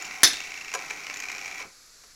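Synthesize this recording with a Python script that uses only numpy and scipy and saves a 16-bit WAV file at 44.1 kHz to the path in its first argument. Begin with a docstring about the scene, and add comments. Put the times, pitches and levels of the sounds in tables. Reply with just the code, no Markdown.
"""A video recorder with its lid off draws in a cassette, close to the microphone in a small room.
Its small motor drones and whirs through plastic gears that tick once a turn and sometimes snag.
A spring pings; a sprung metal catch lets go with a loud clack that sets loose parts rattling.
The cassette carriage knocks as it goes down and seats, the motor stops, and a faint hiss remains."""
import sys
import numpy as np
from scipy import signal
from scipy.fft import rfft, irfft, next_fast_len
from scipy.io import wavfile
from scipy.ndimage import map_coordinates

SR = 44100
rng = np.random.default_rng(int(sys.argv[2]) if len(sys.argv) > 2 else 0)


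def master(y):
    """Save y as 16-bit WAV."""
    cut = np.clip(np.atleast_2d(y).T, -1, 1)
    pcm = np.round(cut * 32767)  # scale
    wavfile.write(sys.argv[1], SR, pcm.astype(np.int16))


N = 94815


def amp(db):
    """Decibels to gain."""
    return 10 ** (np.asarray(db) / 20)


def unit(x):
    """Scale to rms 1."""
    return x / np.sqrt(np.mean(x ** 2) + 1e-20)


def decay(t, t60):
    """A fall of 60 dB every t60 seconds."""
    return np.exp(-np.log(1000) * t / t60)


def along(points, hz):
    """Read (freq_hz, value) points on a log axis."""
    freqs, values = np.transpose(points)
    return np.interp(np.log(hz + 1), np.log(freqs + 1), values)


def curve(rows):
    """One value per sample from (time_s, value) rows."""
    return np.interp(np.arange(N) / SR, *np.transpose(rows))


def wobble(per_s):
    """A smooth curve through per_s random knots a second."""
    knots = rng.standard_normal(int(N * per_s / SR) + 4)
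    return map_coordinates(knots, [np.arange(N) * per_s / SR])


def coloured(x, colour, size=4096):
    """Pass x through a causal filter of unit energy, shaped by (freq_hz, gain_db) points."""
    gain = amp(along(colour, np.fft.rfftfreq(size, 1 / SR)))
    cepstrum = irfft(np.log(gain))
    cepstrum[1:size // 2] *= 2  # fold to minimum phase
    cepstrum[size // 2 + 1:] = 0
    impulse = irfft(np.exp(rfft(cepstrum)))
    return signal.fftconvolve(x, impulse / np.linalg.norm(impulse))[:len(x)]


def add(track, start_s, sound):
    """Mix a sound into the track."""
    part = track[max(0, round(start_s * SR)):][:len(sound)]
    part += sound[:len(part)]


def bursts(rows, t60):
    """Noise that jumps up at each (start_s, level_db) row and dies away."""
    envelope, t = np.zeros(N), np.arange(SR // 4) / SR
    for start_s, db in rows:
        add(envelope, start_s, amp(db) * decay(t, t60))
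    return envelope * rng.standard_normal(N)


def dying_noise(t60s, size=128):
    """Noise in which each frequency dies at its own speed."""
    hz, t, spectrum = signal.stft(rng.standard_normal(SR // 2), SR, nperseg=size)
    return signal.istft(spectrum * decay(t, along(t60s, hz)[:, None]), SR, nperseg=size)[1]


def ring(modes, scatter_db, rough, attack_s):
    """One blow on a set of modes, starting near rms 1; rough makes their phases wander."""
    hz, db, t60 = np.transpose(modes)[:, :, None]
    t = np.arange(SR // 2) / SR
    gain = amp(db + scatter_db * rng.standard_normal(db.shape)) / np.linalg.norm(amp(db))
    drift = rough * np.cumsum(rng.standard_normal((len(hz), len(t))), axis=1) / np.sqrt(SR)
    phase = 2 * np.pi * (hz * t + rng.random(hz.shape)) + drift
    attack = 1 - np.exp(-t / attack_s)
    return np.sqrt(2) * attack * np.sum(gain * np.sin(phase) * decay(t, t60), axis=0)


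def rubbing(turns, repeat_share=0.29, size=1400):
    """Tooth roughness: partly the same on every turn, partly new."""
    worn = map_coordinates(rng.standard_normal(size), [turns % 1 * size], mode="grid-wrap")
    return np.sqrt(repeat_share) * unit(worn) + np.sqrt(1 - repeat_share) * rng.standard_normal(N)


GEAR_TURNS = [(-.02, 0), (.046, 2), (.336, 11), (.506, 16), (.717, 22), (.86, 26), (.973, 29), (1.317, 40),
              (1.479, 45), (1.615, 49), (1.72, 49.95)]  # the gear's travel: time_s, position_turns
WHIR_LEVEL = [(0, -39.5), (.2, -42), (.42, -40.5), (.7, -44), (.92, -40), (1.05, -42.5), (1.3, -42.5),
              (1.55, -42), (1.628, -39.5), (1.655, -61), (1.71, -74)]  # the gears, close up: time_s, level_db
WHIR_COLOUR = [(880, -42), (1500, -11), (1740, -22), (1900, -3), (2070, -4), (2330, 1.5), (2720, -8.5),
               (2940, -12), (3510, -16.5), (4100, -15.5), (5290, -15.5), (5560, -7.5), (6820, -16),
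               (7230, -19), (8710, -29.5), (13100, -30.5), (15500, -34.5)]  # teeth heard through the housing: freq_hz, gain_db
DRONE_LEVEL = [(0, -46.5), (.45, -51.5), (.7, -52), (.8, -45.5), (1.05, -49.5), (1.35, -48.5),
               (1.57, -50.5), (1.655, -50.5), (1.72, -97)]  # the motor, close up: time_s, level_db
DRONE_COLOUR = [(60, -35), (110, -15), (146, -3.5), (215, -10.5), (301, 2), (345, -7), (412, 0.5),
                (497, -6), (651, -7), (758, 6.5), (900, -1.5), (1020, 3), (1150, -3), (1360, 2), (1800, -6),
                (2340, -28), (4000, -62)]  # motor heard through the chassis: freq_hz, gain_db


def drive():
    """The motor drones into the chassis while the gears whir, throbbing three times a turn."""
    turns = curve(GEAR_TURNS)
    grain_db = 2.5 * wobble(per_s=300)
    throb_db = 1.5 * np.cos(2 * np.pi * 3 * turns)
    whir = unit(coloured(amp(grain_db + throb_db) * rubbing(turns), WHIR_COLOUR))
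    drone = unit(coloured(rubbing(turns), DRONE_COLOUR))
    return amp(curve(WHIR_LEVEL)) * whir + amp(curve(DRONE_LEVEL)) * drone


HISS_COLOUR = [(20, 5.5), (70, -5), (150, -12.5), (450, -9.5), (850, -14.5), (1300, -5), (2100, -8),
               (3100, -14.5), (4400, -2.5), (5700, -2.5), (7500, -5), (9000, -17.5), (10500, -11),
               (13000, -19), (16000, -34)]  # noise floor at the microphone: freq_hz, gain_db


def hiss(level_db=-53):
    """A faint, steady hiss lies under the machine from the start."""
    return amp(level_db) * unit(coloured(rng.standard_normal(N), HISS_COLOUR))


TICK_LEVEL = [(0, -31.5), (.2, -40.5), (.34, -26.5), (.44, -29), (.473, -35), (.507, -31.5), (.72, -27.5),
              (.86, -39), (1.03, -31.5), (1.28, -29), (1.5, -30), (1.6, -36)]  # strength of the high tooth's tick: time_s, level_db
TICK_COLOUR = [(300, -14.5), (1500, -0.5), (3300, -10), (4400, -6), (6500, 0.5), (8500, -27.5),
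               (13000, -23.5), (16000, -34)]  # its contact click: freq_hz, gain_db
GEAR_PITCH = [(.72, 2686), (1.05, 2386)]  # the gear rings lower once the carriage bears on it: time_s, pitch_hz


def gear_ticks(scatter_db=2, backlash_db=-5, backlash_hz=2280):
    """A high tooth clicks and rings the gear once a turn; just after, the gear falls back."""
    at = np.flatnonzero(np.diff(np.floor(curve(GEAR_TURNS))) > 0)
    chance = rng.standard_normal((len(at), 2))
    level_db = curve(TICK_LEVEL)[at] + scatter_db * chance[:, 0]
    backlash_s = 0.0105 + 0.0017 * chance[:, 1]
    t = np.arange(SR // 20) / SR
    contact = amp(-7) * rng.standard_normal(len(t)) * decay(t, t60=0.018)
    clicks, rings = np.zeros(N), np.zeros(N)
    for tick_s, db, hz, late_s in zip(at / SR, level_db, curve(GEAR_PITCH)[at], backlash_s):
        strike = (tick_s, amp(db), hz)
        fall_back = (tick_s + late_s, amp(db + backlash_db), backlash_hz)
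        for start_s, gain, pitch_hz in strike, fall_back:
            tone = ring([(pitch_hz, 0, 0.02)], scatter_db=-1, rough=14.6, attack_s=0.00065)
            add(clicks, start_s, gain * contact)
            add(rings, start_s, gain * tone)
    return rings + coloured(clicks, TICK_COLOUR)


PINGS = [(.0235, -31.5), (.0505, -31), (1.1415, -29.5), (1.1705, -29), (1.2015, -27.5), (1.3166, -29.5)]  # ticks of the spring: start_s, level_db
PING_COLOUR = [(1000, -25), (2400, -0.5), (3500, -16), (5000, -10.5), (6500, -5.5), (7030, 0.5),
               (7600, -12), (9000, -33), (13200, -22), (16000, -35)]  # its bright resonances: freq_hz, gain_db


def spring_pings():
    """A spring gives a short, bright tick now and then."""
    return coloured(bursts(PINGS, t60=0.026), PING_COLOUR)


SNAGS = [(.111, -31), (.519, -30.5), (.7818, -31), (.791, -28), (.9055, -24), (.9085, -23), (1.0678, -24.5),
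         (1.0805, -38), (1.0992, -27.5), (1.1115, -27.5), (1.2375, -25), (1.301, -25.5), (1.362, -32),
         (1.4587, -26.5)]  # teeth slipping free: start_s, level_db
SNAG_COLOUR = [(60, -31), (200, -29), (800, -12.5), (1700, -10.5), (2350, 3), (3500, -20.5), (5800, -12.5),
               (7500, -19), (9000, -39), (16000, -38)]  # their plastic snap: freq_hz, gain_db


def tooth_snags():
    """Gear teeth snag and slip with a dry snap."""
    return coloured(bursts(SNAGS, t60=0.018), SNAG_COLOUR)


CATCH_BLOWS = [(0.2328, -3, -13.5), (0.2436, -17.5, -9.5), (0.2494, -16.5, -15.5), (0.2744, -22.5, -30.5)]  # the strike and its rebounds: start_s, crack_db, ring_db
CRACK_COLOUR = [(30, -39), (100, -32), (170, -25.5), (301, -15.5), (550, -26.5), (1300, -12.5),
                (1820, -1.5), (2900, -9.5), (3600, 1.5), (4220, -5.5), (6000, -3.5), (7060, -4.5),
                (8320, -13.5), (10400, -1.5), (11400, -4), (12700, -18), (14900, -9), (16000, -27)]  # the crack at close range: freq_hz, gain_db
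CRACK_DECAY = [(100, 0.28), (300, 0.23), (600, 0.18), (2000, 0.041), (5000, 0.083), (11000, 0.033),
               (16000, 0.029)]  # how long it lingers: freq_hz, t60_s
STEEL_MODES = [(304.7, -26.5, 0.32), (726, -18, 0.15), (1756, -10.5, 0.061), (1955, -13.5, 0.026),
               (3598, -5.5, 0.26), (3735, -15.5, 0.33), (4130, -19.5, 0.41), (4450, -11, 0.18),
               (4540, 0, 0.086), (4680, -17, .08), (5253, 4, 0.096), (5820, -2, 0.049), (5953, 4.5, 0.044),
               (6050, -3.5, 0.15)]  # the catch and its steel frame: pitch_hz, gain_db, t60_s


def catch(push_s=0.00035, push_db=6):
    """The catch snaps over with a blunt push and a crack, rebounds and rings the steel frame."""
    crack, steel = np.zeros(N), np.zeros(N)
    t = np.arange(SR // 100) / SR
    push = np.sin(np.pi * np.minimum(t / push_s, 1)) ** 2
    for start_s, crack_db, ring_db in CATCH_BLOWS:
        add(crack, start_s, amp(crack_db) * dying_noise(CRACK_DECAY))
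        add(crack, start_s, amp(crack_db + push_db) * push)
        clang = ring(STEEL_MODES, scatter_db=0.5, rough=14.3, attack_s=0.00017)
        add(steel, start_s, amp(ring_db) * clang)
    return coloured(crack, CRACK_COLOUR) + steel


RATTLE_COLOUR = [(800, -16.5), (3000, -13), (3600, -1), (4650, -4), (4900, -12), (6800, -8), (12000, -27)]  # loose plastic in the open machine: freq_hz, gain_db


def rattle(count=80, taps_per_s=260, first_db=-26, scatter_db=6.5):
    """Shaken by the catch, loose plastic parts chatter in dense, fading taps."""
    after_s = np.cumsum(rng.exponential(1, count)) / taps_per_s
    fade_db = 20 * np.log10(decay(after_s, t60=0.7))
    level_db = first_db + fade_db + scatter_db * rng.standard_normal(count)
    taps = zip(CATCH_BLOWS[0][0] + after_s, level_db)
    return coloured(bursts(taps, t60=0.0073), RATTLE_COLOUR)


KNOCKS = [(0.7383, -30, -23.5), (0.7489, -29, -25), (.7555, -33, -50), (0.906, -40, -45),
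          (1.595, -39.5, -37.5), (1.605, -38, -46), (1.651, -44.5, -56), (2.036, -54.5, -47.5)]  # the carriage meets its guides and seats: start_s, thud_db, click_db
CARRIAGE_MODES = [(423.7, -5, 0.12), (471, -5.5, 0.088), (542, -7.5, 0.15), (722, -1, 0.073),
                  (1015, 4, 0.086), (1163, -2, 0.083), (1355, -1, 0.053), (1624, -3.5, 0.082)]  # its hollow body: pitch_hz, gain_db, t60_s
CLICK_COLOUR = [(60, -47), (250, -28), (444, -12), (1060, -11.5), (1760, -4.5), (2360, -3), (3060, -8),
                (3500, -13.5), (5350, -11.5), (5730, 4.5), (6200, -13), (6750, -2.5), (7300, -18),
                (10700, -19), (16000, -36)]  # its plastic click: freq_hz, gain_db


def carriage(hard_knock_db=-32):
    """Each knock is a plastic click over a hollow thud; the softer the knock, the deeper the thud."""
    thuds = np.zeros(N)
    lowest_hz = CARRIAGE_MODES[0][0]
    for start_s, thud_db, _ in KNOCKS:
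        db_per_octave = 0.25 * (thud_db - hard_knock_db)
        modes = [(hz, db + db_per_octave * np.log2(hz / lowest_hz), t60)
                 for hz, db, t60 in CARRIAGE_MODES]
        add(thuds, start_s, amp(thud_db) * ring(modes, scatter_db=1, rough=4.7, attack_s=0.0012))
    clicks = bursts([(start_s, click_db) for start_s, _, click_db in KNOCKS], t60=0.043)
    return thuds + coloured(clicks, CLICK_COLOUR)


SHUDDER_COLOUR = [(40, -11), (90, 0), (180, -2), (400, -3), (1000, -33)]  # low thump of the halting motor: freq_hz, gain_db


def motor_stop(start_s=1.652, level_db=-47.5):
    """The motor halts with a dull shudder."""
    return coloured(bursts([(start_s, level_db)], t60=0.11), SHUDDER_COLOUR)


ROOM_DECAY = [(150, 0.42), (1000, 0.34), (4000, 0.37), (10000, 0.23), (16000, 0.16)]  # reverberation of the small room: freq_hz, t60_s


def scene(room_db=-11.5):
    """From close by, the mechanism stands well above the room's short answer and the hiss."""
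    direct = drive() + motor_stop() + gear_ticks() + tooth_snags() + spring_pings()
    direct += catch() + rattle() + carriage()
    tail = dying_noise(ROOM_DECAY)
    room = signal.fftconvolve(direct, tail / np.linalg.norm(tail))[:N]
    return (direct + amp(room_db) * room + hiss())[None]


def record(dry):
    """One close microphone rounds off the loudest peaks and keeps nothing above its band limit."""
    ceiling, top_hz = 0.58, 15900
    rounded = dry / (1 + np.abs(dry / ceiling) ** 6) ** (1 / 6)
    size = next_fast_len(N + SR // 2)
    in_band = np.fft.rfftfreq(size, 1 / SR) < top_hz
    return irfft(rfft(rounded, size) * in_band, size)[:, :N]


dry = scene()
out = record(dry)
master(out)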